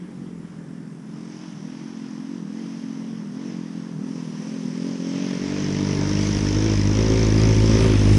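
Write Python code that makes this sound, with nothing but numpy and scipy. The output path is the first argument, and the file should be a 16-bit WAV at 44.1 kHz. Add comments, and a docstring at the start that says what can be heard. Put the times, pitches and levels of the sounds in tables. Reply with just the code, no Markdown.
"""Single-cylinder quad bike engine: it rounds a tree line on a soft field, turns and drives towards a small camera.
Each firing thumps through the exhaust as phase-locked orders plus gas roar, bass and rumble.
Cylinder rasp, intake hiss and tyre fizz are filtered noise that beats once a cycle; a valve tick rings.
The camera's low cut holds the bass down until the engine is close. Quiet field air lies beneath."""
import sys
import numpy as np
from scipy import signal
from scipy.fft import rfft, irfft, next_fast_len
from scipy.io import wavfile
from scipy.ndimage import uniform_filter1d, map_coordinates

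SR = 44100
rng = np.random.default_rng(int(sys.argv[2]) if len(sys.argv) > 2 else 0)


def to_wav(sig):
    """Store sig (one row per channel, or 1-D mono) as 16-bit WAV at the path in sys.argv[1].

    Samples outside -1..1 are clipped; the rate is SR.
    """
    pcm = np.clip(np.atleast_2d(sig), -1, 1) * 32767
    pcm = np.round(pcm).astype(np.int16)
    wavfile.write(sys.argv[1], SR, pcm.T)  # frames by channels


N = 360738
TIME_S = np.arange(N) / SR


def amp(db):
    """Gain of a level in dB."""
    return 10 ** (np.asarray(db) / 20)


def unit(x):
    """x scaled to rms 1."""
    return x / np.sqrt(np.mean(x ** 2) + 1e-20)


def steady(x):
    """x with its level over several firings held at rms 1."""
    power = uniform_filter1d(uniform_filter1d(x ** 2, size=9000), size=9000)
    return x / np.sqrt(np.abs(power) + 1e-12)


def curves(rows):
    """One value per sample for each column after the time."""
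    start_s, *columns = np.transpose(rows)
    return [np.interp(TIME_S, start_s, column) for column in columns]


def wobble(rate_hz):
    """Smooth random curve, rate_hz knots a second."""
    knots = rng.standard_normal(int(N * rate_hz / SR) + 4)
    return map_coordinates(knots, [np.arange(N) * rate_hz / SR])


def bump(events, width_s, late_s=0):
    """Bell of the given height at each event."""
    return sum(height * np.exp(-((TIME_S - start_s - late_s) / width_s) ** 2) for start_s, height in events)


def coloured(x, points):
    """x through the causal minimum-phase filter with the (Hz, dB) points as its gain."""
    m = 2 * next_fast_len(N // 2 + SR // 2)
    freq_hz, gain_db = np.transpose(points)
    bins_hz = np.fft.rfftfreq(m, 1 / SR)
    gain = amp(np.interp(np.log(bins_hz + 1), np.log(freq_hz + 1), gain_db))
    # folding the cepstrum forward makes the filter causal
    ceps = irfft(np.log(gain + 1e-4), m)
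    ceps[1:m // 2] *= 2
    ceps[m // 2 + 1:] = 0
    return irfft(rfft(x, m) * np.exp(rfft(ceps)), m)[:N]


def patchy(depth_db):
    """White noise with time-frequency patches of random gain."""
    z = signal.stft(rng.standard_normal(N), nperseg=512)[2]
    field = rng.standard_normal(z.shape)
    field = uniform_filter1d(uniform_filter1d(field, size=6, axis=0), size=12, axis=1)
    return signal.istft(z * amp(depth_db * unit(field)), nperseg=512)[1][:N]


def per_firing(cycle):
    """New random number for each engine cycle, changing softly between the puffs."""
    draw = rng.standard_normal(int(cycle[-1]) + 2)[np.round(cycle).astype(int)]
    return uniform_filter1d(draw, size=250)


# engine speed, sagging and flaring as the wheels meet ruts: [start_s, firing_hz]
ENGINE_SPEED = [(0, 44.6), (.13, 46.2), (.27, 45.2), (.39, 41.23), (.49, 43.77), (.59, 41.7), (.72, 42.3),
                (.98, 41), (1.09, 43.14), (1.48, 44.28), (1.6, 38.77), (1.79, 44.83), (2.23, 42.88),
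                (2.35, 47.4), (2.45, 39.2), (2.6, 45.28), (2.98, 44.14), (3.13, 45.1), (3.29, 39.2),
                (3.45, 47.46), (3.67, 41.77), (3.89, 44.4), (3.97, 38.43), (4.01, 39.2), (4.1, 44.22),
                (4.31, 39.82), (4.54, 44.03), (4.68, 40.98), (4.9, 45.96), (5.0, 43.48), (5.22, 46.73),
                (5.38, 45.96), (5.58, 49.8), (5.67, 48.43), (5.9, 49.35), (6.0, 48.36), (6.11, 50.5),
                (6.29, 51.1), (6.52, 49.98), (6.67, 54.6), (6.79, 50.45), (6.88, 50.6), (6.99, 53.29),
                (7.22, 54.6), (7.34, 52.9), (7.45, 54.62), (7.56, 52.95), (7.7, 54.21), (7.88, 54.48),
                (7.97, 50.84), (8.18, 51.47)]
CRUISE_MEAN_S, RISE_MEAN_S = 0.43, 0.098


def engine():
    """Speed in Hz, its excess over the running mean in Hz, and its smoothed rise in Hz a second."""
    speed_hz = curves(ENGINE_SPEED)[0]
    surge_hz = speed_hz - uniform_filter1d(speed_hz, round(CRUISE_MEAN_S * SR))
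    rise_hz_per_s = uniform_filter1d(np.gradient(speed_hz) * SR, round(RISE_MEAN_S * SR))
    return speed_hz, surge_hz, rise_hz_per_s


# relative order levels as the bike changes heading, each: [order, relative_db]
HIDDEN_ORDERS = [(3, -7.5), (4, 3.5), (5, 1.5), (6, -2), (7, -4.5), (8, -15), (9, -35), (10, -33),
                 (11, -44), (12, -49)]
CROSSING_ORDERS = [(3, -17), (4, 0), (5, 6), (6, 1), (7, -3.5), (8, -13), (9, -23), (10, -18), (11, -27.5),
                   (12, -32.5)]
TURNING_ORDERS = [(3, -11.5), (4, -2.5), (5, 0), (6, -2), (7, -11), (8, -24), (9, -14.5), (10, -19),
                  (11, -28.5), (12, -17.5), (13, -19.5), (14, -32)]
COMING_ORDERS = [(3, 0.5), (4, 0), (5, -8), (6, 0.5), (7, -14), (8, -8.5), (9, -10), (10, -19.5),
                 (11, -21.5), (12, -22), (13, -21.5), (14, -29), (15, -32), (16, -33), (17, -22), (18, -20),
                 (19, -18), (20, -29), (21, -27), (22, -32)]
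CLOSE_ORDERS = [(3, -7), (4, -6), (5, -6.5), (6, -8), (7, -8.5), (8, -18.5), (9, -17), (10, -16),
                (11, -25.5), (12, -31), (13, -31.5), (14, -31.5), (15, -40), (16, -28.5), (17, -26.5),
                (18, -34), (19, -28.5), (20, -36), (21, -37), (22, -29)]
# when each heading is heard pure: [start_s]
HEADING_START_S = [.9, 2.4, 4.6, 6, 7.2]


def order_db(k):
    """Level of one order over time, blended from heading to heading."""
    headings = (HIDDEN_ORDERS, CROSSING_ORDERS, TURNING_ORDERS, COMING_ORDERS, CLOSE_ORDERS)
    return np.interp(TIME_S, HEADING_START_S, [dict(orders).get(k, -70) for orders in headings])


# slow colour of the exhaust note: [start_s, orders_3_to_6_tilt_db_per_order, upper_orders_lift_db]
NOTE_COLOUR = [(0, -1.5, -2), (.6, -0.5, -2.5), (1.4, 0, 2), (2.0, 4, 2), (2.5, 2.5, 2.5), (3.1, -1, -4.5),
               (3.5, -0.5, 4), (4.4, 1.5, -2.5), (5.3, 0, 1), (6.3, 0, -2), (6.55, 1, -3),
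               (6.68, 0.7, -1.5), (6.82, -0.5, -4.5), (7.0, -0.2, 2), (7.87, -1, 1), (7.98, 0, -2.5),
               (8.18, -0.5, -3)]
# deep ruts drag the engine down and the low orders boom: [start_s, boom_db_per_order]
LUG_EVENTS = [(.56, 3.5), (1.6, 6.5), (2.43, 5.5), (3.975, 9.5)]
# closeness of the bike: [start_s, nearness_0_to_1]
NEARNESS = [(0, 0.16), (4.3, 0), (5.3, 0.48), (6, 0.97), (8.18, 0.99)]
LUG_WIDTH_S, PULL_LATE_S = 0.038, 0.035
REBOUND_SHARE = 0.19  # the boom then climbs the orders: share of the lean, reversed
TILT_DB_PER_ORDER_PER_HZ_PER_S = 0.03
BARK_DB_PER_HZ, BARK_NEAR_EXTRA = 0.07, 0.96  # extra share at full nearness


def pipe_note(turn_rad):
    """Exhaust puffs: orders 3-22 of the firing rate, phase-locked with a small waver."""
    _, surge_hz, rise_hz_per_s = engine()
    near = curves(NEARNESS)[0]
    tilt_db, bark_db = curves(NOTE_COLOUR)
    tilt_db = tilt_db + TILT_DB_PER_ORDER_PER_HZ_PER_S * rise_hz_per_s
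    tilt_db = tilt_db - bump(LUG_EVENTS, LUG_WIDTH_S)
    tilt_db = tilt_db + REBOUND_SHARE * bump(LUG_EVENTS, LUG_WIDTH_S, 2 * PULL_LATE_S)
    bark_db = bark_db + BARK_DB_PER_HZ * (1 + BARK_NEAR_EXTRA * near) * surge_hz
    spread_rad = .03 + .07 * near  # close by, the higher orders arrive later
    lean_rad = -1.2 * near  # keeps a pressure peak ahead of each suction trough
    note = np.zeros(N)
    for k in range(3, 23):
        lift_db = bark_db if k > 6 else tilt_db * (k - 5)
        # air and ground make every order waver on its own
        phase_rad = k * turn_rad + lean_rad - spread_rad * k * k + .4 * wobble(7)
        level_db = order_db(k) + lift_db + 1.4 * wobble(6)
        note += amp(level_db) * np.cos(phase_rad)
    return note


# gas roar in the pipe: [freq_hz, relative_db]
ROAR_SPECTRUM = [(71, -54), (120, -14.5), (161, -3), (215, -8), (264, -6), (345, -9), (545, -20),
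                 (700, -46), (910, -72), (1540, -120)]


def pipe_roar(turn_rad):
    """Exhaust turbulence: noise swelling once a firing, coloured by the pipe."""
    gust = 1 + 0.41 * np.cos(turn_rad - .6)
    return coloured(rng.standard_normal(N) * gust, ROAR_SPECTRUM)


# how far the camera's low cut is engaged: [start_s, engaged_0_to_1]
LOW_CUT_ENGAGED = [(0, 0.87), (5.3, 1), (5.6, 0), (8.18, 0)]
LOW_CUT_HZ = 134.3


def low_cut(x):
    """Steep high-pass without delay, faded out as the cut opens."""
    engaged = curves(LOW_CUT_ENGAGED)[0]
    sos = signal.butter(8, LOW_CUT_HZ, "highpass", fs=SR, output="sos")
    return engaged * signal.sosfiltfilt(sos, x) + (1 - engaged) * x


# two lowest orders as the low cut lets them through: [start_s, first_order_db, second_order_db]
BASS_LEVELS = [(0, -69, -65), (.35, -66, -58), (.9, -74, -69), (1.4, -74, -71), (3, -76, -71),
               (5.0, -74, -65), (5.28, -72, -63), (5.47, -51, -41), (6.15, -34.5, -27), (6.6, -30, -23),
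               (7.1, -25, -20), (8.18, -23, -16.5)]
# low roar under the bass: [freq_hz, relative_db]
RUMBLE_SPECTRUM = [(10, -27), (25, 10), (70, 4), (120, 10), (170, -36.5)]


def bass_orders(turn_rad, size):
    """First and second firing orders, their strength varying with each firing."""
    first_db, second_db = curves(BASS_LEVELS)
    first = amp(first_db + 1.0 * wobble(5)) * np.cos(turn_rad - 3.2)
    second = amp(second_db + 1.2 * wobble(5)) * np.cos(2 * turn_rad - 1.05)
    return np.sqrt(2) * size * (first + second)  # sqrt(2): levels are rms


def rumble():
    """Low filtered noise that follows the first order's level."""
    first_db = curves(BASS_LEVELS)[0]
    return amp(first_db - 8.5) * unit(coloured(rng.standard_normal(N), RUMBLE_SPECTRUM))


# base levels as the bike clears the bales and comes near:
# [start_s, exhaust_db, cylinder_rasp_db, intake_hiss_db, tyre_fizz_db]
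APPROACH_LEVELS = [(0, -36, -57, -70, -70), (1.0, -38, -60, -67.5, -72), (1.28, -34.5, -53, -56.5, -68.5),
                   (1.36, -37, -50, -53, -68), (1.55, -35.5, -51.5, -55.5, -70),
                   (2.1, -34, -51.5, -56.5, -69.5), (2.5, -33, -53, -58.5, -70), (2.66, -32, -50, -54, -68),
                   (3.3, -31, -52.5, -58, -70), (3.52, -31.5, -50, -54.5, -69.5),
                   (3.9, -31.5, -53, -59, -69.5), (4.2, -31, -49.5, -53, -63.5),
                   (5.0, -27.5, -46, -48, -61.5), (5.3, -27, -40, -44.5, -59.5),
                   (5.8, -24.5, -38, -40.5, -58), (6.3, -23.5, -37, -36.5, -53.5),
                   (6.9, -22.5, -36, -36.5, -55.5), (7.5, -20.5, -34, -35.5, -52),
                   (7.7, -21, -34.5, -34, -51), (7.85, -18.5, -31.5, -37.5, -47.5),
                   (7.98, -21.5, -33.5, -38.5, -51), (8.18, -19.5, -34, -37, -46)]
# running: [start_s, firing_unevenness_db, roar_db_re_note, noise_beating_share_0_to_1]
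RUNNING = [(0, 1.8, -5, .15), (1, 1.5, -8, 0.45), (2, 0.9, -11.5, 0.27), (4, 0.9, -12, .25),
           (5.2, 1.0, -9.5, 0.33), (6, 0.7, -7, 0.57), (7, 1.0, -6.5, .65), (8.18, 1.1, -5, 0.55)]
# weak firings: [start_s, gain_db]
WEAK_FIRINGS = [(.49, -24)]
PIPE_DB_PER_HZ = 0.2  # level rise per Hz of surge
WAVER_DB = 0.6  # random swell
PULL_RATIO, SWELL_WIDTH_S = 0.5, 0.047  # late swell, dB per (dB per order) of boom


def exhaust(cycle):
    """One puff a cycle, each a little early or late, strong or weak, over bass and rumble."""
    pipe_db = curves(APPROACH_LEVELS)[0] + PIPE_DB_PER_HZ * engine()[1] + WAVER_DB * wobble(8)
    pipe_db = pipe_db + PULL_RATIO * bump(LUG_EVENTS, SWELL_WIDTH_S, PULL_LATE_S)
    pipe_db = pipe_db + bump(WEAK_FIRINGS, width_s=0.01)
    uneven_db, roar_db, _ = curves(RUNNING)
    size = amp(uneven_db * per_firing(cycle))
    turn_rad = 2 * np.pi * (cycle + .003 * uneven_db * per_firing(cycle))
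    note = steady(size * pipe_note(turn_rad))
    roar = amp(roar_db) * steady(pipe_roar(turn_rad))
    return low_cut(amp(pipe_db) * (note + roar)) + bass_orders(turn_rad, size) + rumble()


def beat(cycle, strength, lag_cycles, decay_cycles):
    """Sudden start and exponential decay once a cycle."""
    decay = np.exp(-((cycle - lag_cycles) % 1) / decay_cycles)
    return strength * uniform_filter1d(decay, size=70)


# cylinder noise close by: [freq_hz, relative_db]
NEAR_CYLINDER_SPECTRUM = [(400, -54), (600, -5), (800, -16.5), (900, -11), (1560, -13.5), (1830, -11.5),
                          (2150, -10.5), (2880, -14.5), (3240, -13.5), (4340, -21), (4600, -20),
                          (5980, -27), (10100, -120)]
# cylinder noise far off: [freq_hz, relative_db]
FAR_CYLINDER_SPECTRUM = [(350, -25.5), (600, 0.5), (699, -4.5), (984, 1.5), (1430, -8.5), (1930, -4.5),
                         (2350, -7.5), (3220, -7.5), (4300, -15.5), (4600, -12), (5980, -14), (10100, -120)]


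def cylinder_rasp(cycle, strength, share):
    """Patchy noise beating once a cycle, with a sharper knock close by."""
    near = curves(NEARNESS)[0]
    envelope = 1 - 0.5 * share + share * beat(cycle, strength, 0.079, 0.37)
    envelope = envelope + 1.2 * share * near * beat(cycle, strength, 0.024, 0.05)
    knock = patchy(depth_db=1.0) * envelope
    close = steady(coloured(knock, NEAR_CYLINDER_SPECTRUM))
    far = steady(coloured(knock, FAR_CYLINDER_SPECTRUM))
    return near * close + (1 - near) * far


# intake noise: [freq_hz, relative_db]
INTAKE_SPECTRUM = [(2470, -35), (4200, -8), (4370, -8.5), (5150, 2.5), (5680, 1), (6290, 0), (6780, -10.5),
                   (7600, -16.5), (9880, -60), (16700, -120)]


def intake_hiss(cycle, strength, share):
    """Beating intake noise plus a valve tick that rings at a slightly new pitch each cycle."""
    envelope = 1 - 1.05 * share + 1.25 * share * beat(cycle, strength, 0.034, 0.14)
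    hiss = coloured(patchy(depth_db=1.5) * envelope, INTAKE_SPECTRUM)
    ring_hz = 5700 + 380 * per_firing(cycle - .3)
    ring = np.sin(2 * np.pi * np.cumsum(ring_hz) / SR)
    tick = beat(cycle, strength, 0.016, 0.039) * ring
    return steady(steady(hiss) + 1.02 * share * steady(tick))


# tyres in dry grass: [freq_hz, relative_db]
FIZZ_SPECTRUM = [(4120, -41), (7000, -3.5), (7780, -3.5), (10400, -8.5), (11200, -16.5), (14600, -50),
                 (22000, -120)]


def tyre_fizz(cycle, strength, share):
    """Patchy high noise from tyres in dry grass, pulsing with the firing."""
    envelope = 1 + 1.8 * share * beat(cycle, strength, .02, 0.059)
    return steady(coloured(patchy(depth_db=3.0) * envelope, FIZZ_SPECTRUM))


RASP_DB_PER_HZ, HISS_DB_PER_HZ, FIZZ_DB_PER_HZ = 0.5, 0.4, 0.2  # level rise per Hz of surge


def mechanics(cycle):
    """Cylinder, intake and tyre noise, brighter as the engine flares."""
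    surge_hz = engine()[1]
    _, rasp_db, hiss_db, fizz_db = curves(APPROACH_LEVELS)
    share = curves(RUNNING)[2]
    strength = amp(1.2 * per_firing(cycle))
    shake_db = .5 * wobble(8)  # ruts shake the whole machine
    rasp_gain = amp(rasp_db + RASP_DB_PER_HZ * surge_hz + shake_db)
    hiss_gain = amp(hiss_db + HISS_DB_PER_HZ * surge_hz + shake_db)
    fizz_gain = amp(fizz_db + FIZZ_DB_PER_HZ * surge_hz)
    rasp = rasp_gain * cylinder_rasp(cycle, strength, share)
    hiss = hiss_gain * intake_hiss(cycle, strength, share)
    return rasp + hiss + fizz_gain * tyre_fizz(cycle, strength, share)


# field air and microphone hiss: [freq_hz, relative_db]
AIR_SPECTRUM = [(15, -68), (25, -36), (86, -55), (143, -2), (190, -8), (492, -27), (1730, -30.5),
                (4260, -62), (5100, -45), (9690, -48.5), (11600, -50), (15100, -88), (22000, -120)]


def field_air():
    """Quiet patchy noise of field air and microphone hiss."""
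    return amp(-43.5) * unit(coloured(patchy(depth_db=1.1), AIR_SPECTRUM))


def scene():
    """Engine over quiet field air."""
    cycle = np.cumsum(engine()[0]) / SR
    return (exhaust(cycle) + mechanics(cycle) + field_air())[None]


BAND_LIMIT_HZ = 11150


def record(dry):
    """Camera band limit: above it the level falls 1 dB every 10 Hz."""
    m = next_fast_len(N + SR // 2)
    over_hz = np.clip(np.fft.rfftfreq(m, 1 / SR) - BAND_LIMIT_HZ, 0, None)
    return irfft(rfft(dry, m) * amp(-over_hz / 10), m)[:, :N]


dry = scene()
out = record(dry)
to_wav(out)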